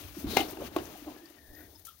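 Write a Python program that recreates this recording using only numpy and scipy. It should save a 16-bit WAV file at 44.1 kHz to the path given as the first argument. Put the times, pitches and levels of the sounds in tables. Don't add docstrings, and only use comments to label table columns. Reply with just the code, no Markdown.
import sys
import numpy as np
from scipy import signal
from scipy.fft import rfft, irfft
from scipy.io import wavfile
from scipy.ndimage import uniform_filter1d

SR = 44100
rng = np.random.default_rng(int(sys.argv[2]) if len(sys.argv) > 2 else 0)


def rack_gain(trim_db):
    fader = np.asarray(trim_db, float)
    return 10 ** (fader / 20)


def materialize(psi):
    bounded = np.clip(np.atleast_2d(psi).T, -1, 1)
    quanta = np.round(bounded * 32767).astype(np.int16)
    wavfile.write(sys.argv[1], SR, quanta)


N = 88200

# frequency in Hz, level in dB per Hz.
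ROOM_SPECTRUM = [(20, -6), (75, -2), (201, -5.5), (287, -9.5), (409, -4.5), (677, -10.5), (3000, -37),
                 (4500, -82.5)]
# time in seconds, level in dB.
GRIP_LEVEL = [(0, -54), (.07, -43), (.12, -49.5), (.2, -63), (.27, -36.5), (.34, -50.5), (.42, -59),
              (.84, -54), (.95, -65), (1.03, -55.5), (1.3, -75), (1.46, -57), (2, -60)]
# time in seconds, level in dB.
WATER_LEVEL = [(0, -51), (.12, -59), (.2, -53), (.26, -45), (.33, -40.5), (.41, -35.5), (.47, -39.5),
               (.56, -49), (.625, -39), (.71, -50.5), (.8, -43), (1.04, -58), (1.085, -45.5), (1.22, -61),
               (1.4, -62), (1.59, -52.5), (1.86, -65.5), (2, -76)]
# time in seconds, level in dB.
SQUEEZE_LEVEL = [(0, -52.5), (.12, -58), (.2, -51.5), (.262, -58), (.31, -46), (.41, -45.5), (.46, -54),
                 (.51, -51.5), (.575, -60), (.67, -50), (.7, -64), (.745, -58), (.8, -55), (1.04, -58.5),
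                 (1.22, -63.5), (1.42, -65), (1.59, -60), (2, -66)]
# frequency in Hz, width in Hz, level in dB.
BOWL_MODES = [(240, 10, -11), (300, 38.3, 4), (371, 206, 3), (589, 140, -1), (760, 390, -5),
              (1090, 260, -55)]
# frequency in Hz, level in dB per Hz.
FOAM_SPECTRUM = [(710, -14.5), (1200, 5.5), (1770, 0), (2720, 3), (3820, 0.5), (6610, -7), (8000, -20),
                 (14000, -82.5)]
# frequency in Hz, level in dB per Hz.
HISS_SPECTRUM = [(1000, -28), (2500, -17), (6500, -7.5), (7400, -15.5), (9000, -11), (15800, -3.5)]
# start in seconds, peak in dB, spread in seconds, splash in dB, thud in dB.
SLAPS = [
    (.366, -5.5, 0.0042, -20.5, -20),
    (0.7615, -17, 0.0039, -26, -13.5),
]
# frequency in Hz, level in dB, 60 dB decay in seconds.
FIRST_SLAP_MODES = [(275, -14.5, 0.022), (554, 1, 0.012), (806, 2.5, 0.014), (1180, -10, 0.014),
                    (2120, -16.5, 0.11), (2363, -5, 0.026), (2740, -3, 0.012), (4070, -8.5, 0.0076),
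                    (5100, -14, 0.036), (6390, -12, 0.012)]
# frequency in Hz, level in dB, 60 dB decay in seconds.
SECOND_SLAP_MODES = [(344, 1.5, 0.061), (693, 3.5, 0.018), (1094, -1, 0.023), (1960, -19, 0.035),
                     (2620, -4.5, 0.0044)]
# time after its start in seconds, level in dB.
SLAP_BLOWS = [
    [(.0002, -12), (.002, -7), (.0034, -12), (.0044, 5), (.0072, -2.5)],
    [(.0012, -11), (.0024, 4.5), (.0043, -8)],
]
# start in seconds, peak in dB, pitch in Hz, length in seconds.
GLUGS = [(.167, -32.5, 321, 0.019), (.179, -39, 200, 0.024), (.208, -39, 295, 0.023),
         (.2415, -23.5, 278, 0.016), (.255, -30.5, 240, 0.012), (.266, -28.5, 298, 0.016),
         (.283, -32.5, 215, 0.033), (.305, -37.5, 240, 0.054), (.33, -33, 417, 0.022),
         (.346, -39, 275, 0.035), (.369, -22, 275, 0.0075), (.381, -28.5, 795, 0.02),
         (.392, -23.5, 760, 0.011), (.398, -24.5, 307, 0.029), (.41, -25.5, 797, 0.016),
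         (.423, -36, 715, 0.023), (.449, -30.5, 400, 0.01), (.525, -36, 394, 0.017),
         (.571, -40.5, 795, 0.0098), (.586, -38, 354, 0.012), (.595, -35.5, 398, 0.019),
         (.609, -39, 303, 0.033), (.612, -32.5, 557, 0.028), (.624, -44, 325, 0.017),
         (.634, -34.5, 434, 0.014), (.649, -37.5, 300, 0.0082), (.677, -47, 300, 0.0082),
         (.765, -21.5, 325, .012), (.783, -32, 347, 0.02), (.801, -36, 320, .02), (.816, -37, 333, 0.018),
         (.952, -42.5, 766, 0.018), (1.019, -41, 300, 0.02), (1.066, -34.5, 311.4, 0.039),
         (1.063, -43.5, 607, 0.035), (1.072, -41.5, 769, 0.03), (1.07, -50.5, 1070, 0.044),
         (1.104, -41, 282, 0.02), (1.161, -43, 304, 0.013)]
# start in seconds, peak in dB, pitch in Hz, 60 dB decay in seconds.
DROPS = [(.391, -24, 2870, .015), (.397, -20, 3140, 0.0065), (.404, -24.5, 2920, 0.049),
         (.485, -40, 5420, 0.026), (.5076, -39, 13000, 0.045), (.5705, -44, 1540, .015),
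         (.5716, -44, 2750, 0.013), (.6749, -37, 2470, 0.0086), (.7846, -37.5, 2910, 0.034),
         (.8543, -45, 6120, 0.029), (1.163, -49, 1670, 0.018), (1.256, -49, 4550, 0.042),
         (1.299, -46.5, 13140, 0.03), (1.55, -49.5, 4950, 0.025), (1.7938, -48, 12000, 0.048),
         (1.8515, -39, 9980, 0.021), (1.858, -55, 4250, 0.015), (1.869, -33, 12560, 0.015),
         (1.889, -38, 13500, .012), (1.947, -56, 6400, .015), (1.9832, -53, 14300, .012),
         (1.989, -51, 12600, 0.013), (1.9925, -51, 12300, 0.0091)]
# start in seconds, length in seconds, level in
# dB, pitch in Hz, width in Hz.
WHISTLES = [(.262, 0.23, -48, 3900, 810), (1.16, 0.2, -61.5, 325, 20), (1.47, 0.068, -55.5, 31, 12),
            (1.54, 0.16, -66, 1780, 450), (1.575, 0.056, -66, 1498, 33), (1.54, 0.12, -62, 13710, 980),
            (1.715, 0.068, -69.5, 910, 25), (1.745, 0.032, -64, 5230, 330),
            (1.866, 0.064, -64.5, 3205, 380), (1.866, 0.11, -72, 1260, 190)]
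# start in seconds, peak in dB, pitch in Hz, length in seconds.
PLINKS = [(1.8675, -52.5, 1300, 0.014), (1.878, -44, 1326, 0.024), (1.902, -55, 1266, .022),
          (1.92, -63.5, 1250, 0.015), (1.94, -71, 1306, 0.019)]
# time in seconds, pitch in Hz, level in dB.
SQUEAKS = [
    [(1.15, 1680, -87), (1.17, 1665, -67), (1.27, 1820, -66.5), (1.35, 1870, -80)],
    [(1.365, 1810, -66), (1.39, 1850, -62.5), (1.45, 1735, -64), (1.55, 1830, -65), (1.6, 1865, -60),
     (1.66, 1820, -76), (1.72, 1750, -88), (1.8, 1840, -84), (1.83, 1840, -98)],
]
# frequency in Hz, gain in dB.
LIFTED_COLOUR = [(700, -1.5), (1250, -10), (1800, -5), (2700, -12.5), (3600, -2.5), (7500, -2.5),
                 (11000, 0.5)]
# frequency in Hz, gain in dB.
GRIP_SHADE = [(1200, 0), (4500, -7)]
# frequency in Hz, correlation from 0 to 1.
PORT_LIKENESS = [(20, 0.25), (70, 0.92), (500, 0.82), (1500, 0.19), (4000, 0.28), (9000, .2)]
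# frequency in Hz, left minus right in dB.
MUFFLE = [(60, -1.5), (280, 1), (600, 0), (1300, 5), (2400, 13), (4400, 21), (7000, 29), (15000, 32)]
# frequency in Hz, left's lead in radians.
LEFT_LEAD = [(20, .1), (300, .32), (950, 1.1), (1810, .6), (2840, 1.6), (4000, .2)]


def evened(x):
    return x / np.sqrt(np.mean(x ** 2) + 1e-20)


def read(points, hz):
    f, value = np.transpose(points)
    return np.interp(np.log(hz + 1), np.log(f + 1), value)


def curve(table, share=0.99):
    s, db = np.transpose(table)
    level = np.interp(np.arange(N) / SR, s, db)
    return rack_gain(share * (level + 55) - 55.5)


def add(mix, s, sound):
    part = mix[..., round(s * SR):][..., :sound.shape[-1]]
    part += sound[..., :part.shape[-1]]


def colour(x, table):
    size = x.shape[-1]
    gain = rack_gain(read(table, np.fft.rfftfreq(size, 1 / SR)))
    return irfft(rfft(x) * gain, size)


def resonate(x, hz, width):
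    turn = np.exp(2j * np.pi * np.cumsum(hz * np.ones(x.shape[-1])) / SR)
    r = np.exp(-np.pi * width / SR)
    return 2 * (turn * signal.lfilter([1 - r], [1, -r], x / turn)).real


def clicks(rate, spread_db):
    size = rack_gain(spread_db * np.minimum(rng.exponential(1, (2, N)), 4))
    sign = rng.choice([-1., 1.], (2, N))
    return size * sign * (rng.random((2, N)) < rate / SR)


def lumps(span_s, depth_db):
    size = max(int(span_s * SR), 2)
    smooth = uniform_filter1d(uniform_filter1d(rng.standard_normal(N), size), size)
    return rack_gain(depth_db * evened(smooth))


def pore_flow():
    return lumps(span_s=0.012, depth_db=1.2)


def hollow(drive):
    parts = []
    for hz, width, db in BOWL_MODES:
        mode = resonate(resonate(drive, hz, width), hz, 4.16 * width)
        parts.append(rack_gain(db) * mode / np.sqrt(width / 80))
    scale = np.sqrt(np.mean(sum(parts) ** 2))
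    return sum(parts[:3]) / scale, sum(parts[3:]) / scale


def room():
    air = evened(colour(rng.standard_normal((2, N)), ROOM_SPECTRUM))
    return rack_gain(-10) * curve(WATER_LEVEL, share=0.72) * air


def walls():
    t = np.arange(SR // 4) / SR
    sign = rng.choice([-1., 1.], (2, len(t)))
    present = (rng.random((2, len(t))) < .045) * (t > .004)
    taps = sign * present * rack_gain(-60 * t / 0.15)
    return taps / np.linalg.norm(taps[0])


def grip():
    hum = resonate(resonate(rng.standard_normal((2, N)), 70.0, 22), 75, 101.6)
    hum = hum / (abs(signal.hilbert(hum)) + 0.45 * hum.std()) ** 0.38
    rough = 0.05 * evened(resonate(rng.standard_normal((2, N)), 67, 99))
    level = curve(GRIP_LEVEL) * rack_gain(54.0) * curve(WATER_LEVEL, share=0.31)
    return level * (evened(hum) + rough)


def whistle(s, length, db, hz, width):
    noise = rng.standard_normal(round(length * SR))
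    u = np.linspace(0, 1, len(noise))
    swell = 1.57 * abs(np.sin(np.pi * u ** 0.81)) ** 1.2
    return s, rack_gain(db) * swell * evened(resonate(resonate(noise, hz, width), hz, 2 * width))


def squeak(path):
    s, hz, db = np.transpose(path)
    t = np.arange(s[0], s[-1], 1 / SR)
    pitch, width_hz = np.interp(t, s, hz), 95
    tone = resonate(resonate(rng.standard_normal(len(t)), pitch, width_hz), pitch, 2 * width_hz)
    return s[0], rack_gain(np.interp(t, s, db)) * evened(tone)


def splat():
    t = np.arange(round(.14 * SR)) / SR
    spatter = colour(clicks(9000, 2.5)[0], HISS_SPECTRUM)[:len(t)]
    return 1.8505, evened(spatter) * rack_gain(-46 - 60 * t / 0.26)


def drop(s, db, hz, t60):
    t = np.arange(0, t60, 1 / SR)
    noise = rng.standard_normal(len(t))
    tick = 0.12 * noise * np.exp(-t / 0.00095)
    tone = np.sin(2 * np.pi * hz * t * (1 + 1.2 * t)) / (1 + (hz / 6000) ** 2)
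    ring = 0.61 * evened(resonate(noise, hz, 0.17 * hz)) + tone
    return s, rack_gain(db) * (tick + rack_gain(-60 * t / t60) * np.minimum(t / 0.0012, 1) * ring)


def glug(s, db, hz, length, sag=7):
    t = np.arange(0, 1.6 * length, 1 / SR)
    u = t / length
    swell = 4.05 * u * np.exp(-4.5 * u ** 2)
    bend = 1 - sag * length * (u - .67) / 2
    return s, rack_gain(db) * swell * np.sin(2 * np.pi * hz * t * bend)


def plink(s, db, hz, length):
    return glug(s, db, hz, length, sag=0)


def slap(s, db, spread, splash_db, thud_db, modes, blows):
    t = np.arange(round(.15 * SR)) / SR
    u = t / spread
    flurry = 0.26 * u ** 3.3 * np.exp(-2.2 * u ** 2) * clicks(6000, 1.7)[0, :len(t)]
    for late, blow_db in blows:
        add(flurry, late, rack_gain(blow_db) * np.hanning(5))
    ring = sum(rack_gain(d - 60 * t / t60) * np.sin(2 * np.pi * hz * t) for hz, d, t60 in modes)
    high_pass = signal.butter(3, 220, 'high', fs=SR, output='sos')
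    hit = signal.sosfilt(high_pass, signal.fftconvolve(flurry, ring)[:len(t)])
    crack = evened(colour(rng.standard_normal(len(t)), HISS_SPECTRUM)) * rack_gain(-9.5 - 60 * t / 0.022)
    splash = evened(colour(rng.standard_normal(len(t)), FOAM_SPECTRUM)) * rack_gain(splash_db - 60 * t / 0.12)
    thud = sum(hollow(rng.standard_normal(len(t)))) * rack_gain(thud_db - 60 * t / 0.18)
    rise = np.minimum(u, 1) ** 2
    return s, rack_gain(db) * (hit / abs(hit).max() + rise * (crack + splash + thud))


def spray():
    hiss = evened(colour(clicks(12000, 1.3), HISS_SPECTRUM))
    return rack_gain(4.5) * curve(SQUEEZE_LEVEL, share=1) * pore_flow() * hiss


def seep():
    crackle = evened(colour(clicks(5000, 0.55), FOAM_SPECTRUM))
    t = np.arange(300) / SR
    fizz = np.zeros((2, N))
    for hz in np.geomspace(1500, 6800, num=14):
        chirp = np.sin(2 * np.pi * hz * t * (1 + 25 * t))
        bubble = chirp * np.exp(-t * hz / 4.3) * rack_gain(read(FOAM_SPECTRUM, hz))
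        fizz += signal.oaconvolve(clicks(30, 0.75), bubble[None], axes=1)[:, :N]
    return rack_gain(-0.5) * curve(SQUEEZE_LEVEL) * pore_flow() * (crackle + .5 * evened(fizz))


def slosh():
    collapses = clicks(2200, 2.0) * lumps(span_s=0.011, depth_db=1.6)
    low, high = hollow(collapses)
    return low * curve(WATER_LEVEL) + rack_gain(-0.5) * high * curve(WATER_LEVEL, share=0.89)


def scene():
    wet = slosh() + seep() + spray() + room()
    near = np.zeros(N)
    for row, modes, blows in zip(SLAPS, (FIRST_SLAP_MODES, SECOND_SLAP_MODES), SLAP_BLOWS):
        add(near, *slap(*row, modes, blows))
    add(near, *splat())
    for path in SQUEAKS:
        add(near, *squeak(path))
    for table, maker in ((GLUGS, glug), (PLINKS, plink), (WHISTLES, whistle), (DROPS, drop)):
        for row in table:
            add(near, *maker(*row))
    lift = np.clip((np.arange(N) / SR - 1.372) / 0.033, 0, 1)
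    textures = (1 - lift) * wet + lift * colour(wet, LIFTED_COLOUR) + grip()
    a, b = rfft(textures)
    hz = np.fft.rfftfreq(N, 1 / SR)
    same = np.clip(read(PORT_LIKENESS, hz), 0, 1)
    right = rack_gain(read(GRIP_SHADE, hz)) * (same * a + np.sqrt(1 - same ** 2) * b)
    echoes = rack_gain(-13) * signal.fftconvolve(near[None], walls(), axes=1)[:, :N]
    return irfft(np.array([a, right]), N) + near + echoes


def band_limit(x):
    return signal.sosfilt(signal.butter(12, 16350, fs=SR, output="sos"), x)


def record(dry):
    hz = np.fft.rfftfreq(N, 1 / SR)
    loss = rack_gain(-read(MUFFLE, hz))
    right = loss * np.exp(-1j * read(LEFT_LEAD, hz))
    ports = np.array([np.ones_like(loss), right]) * 2 / (1 + loss)
    edge = np.where(hz < 15800, 1, rack_gain(-49))
    return band_limit(irfft(rfft(dry) * ports * edge, N))


dry = scene()
out = record(dry)
materialize(out)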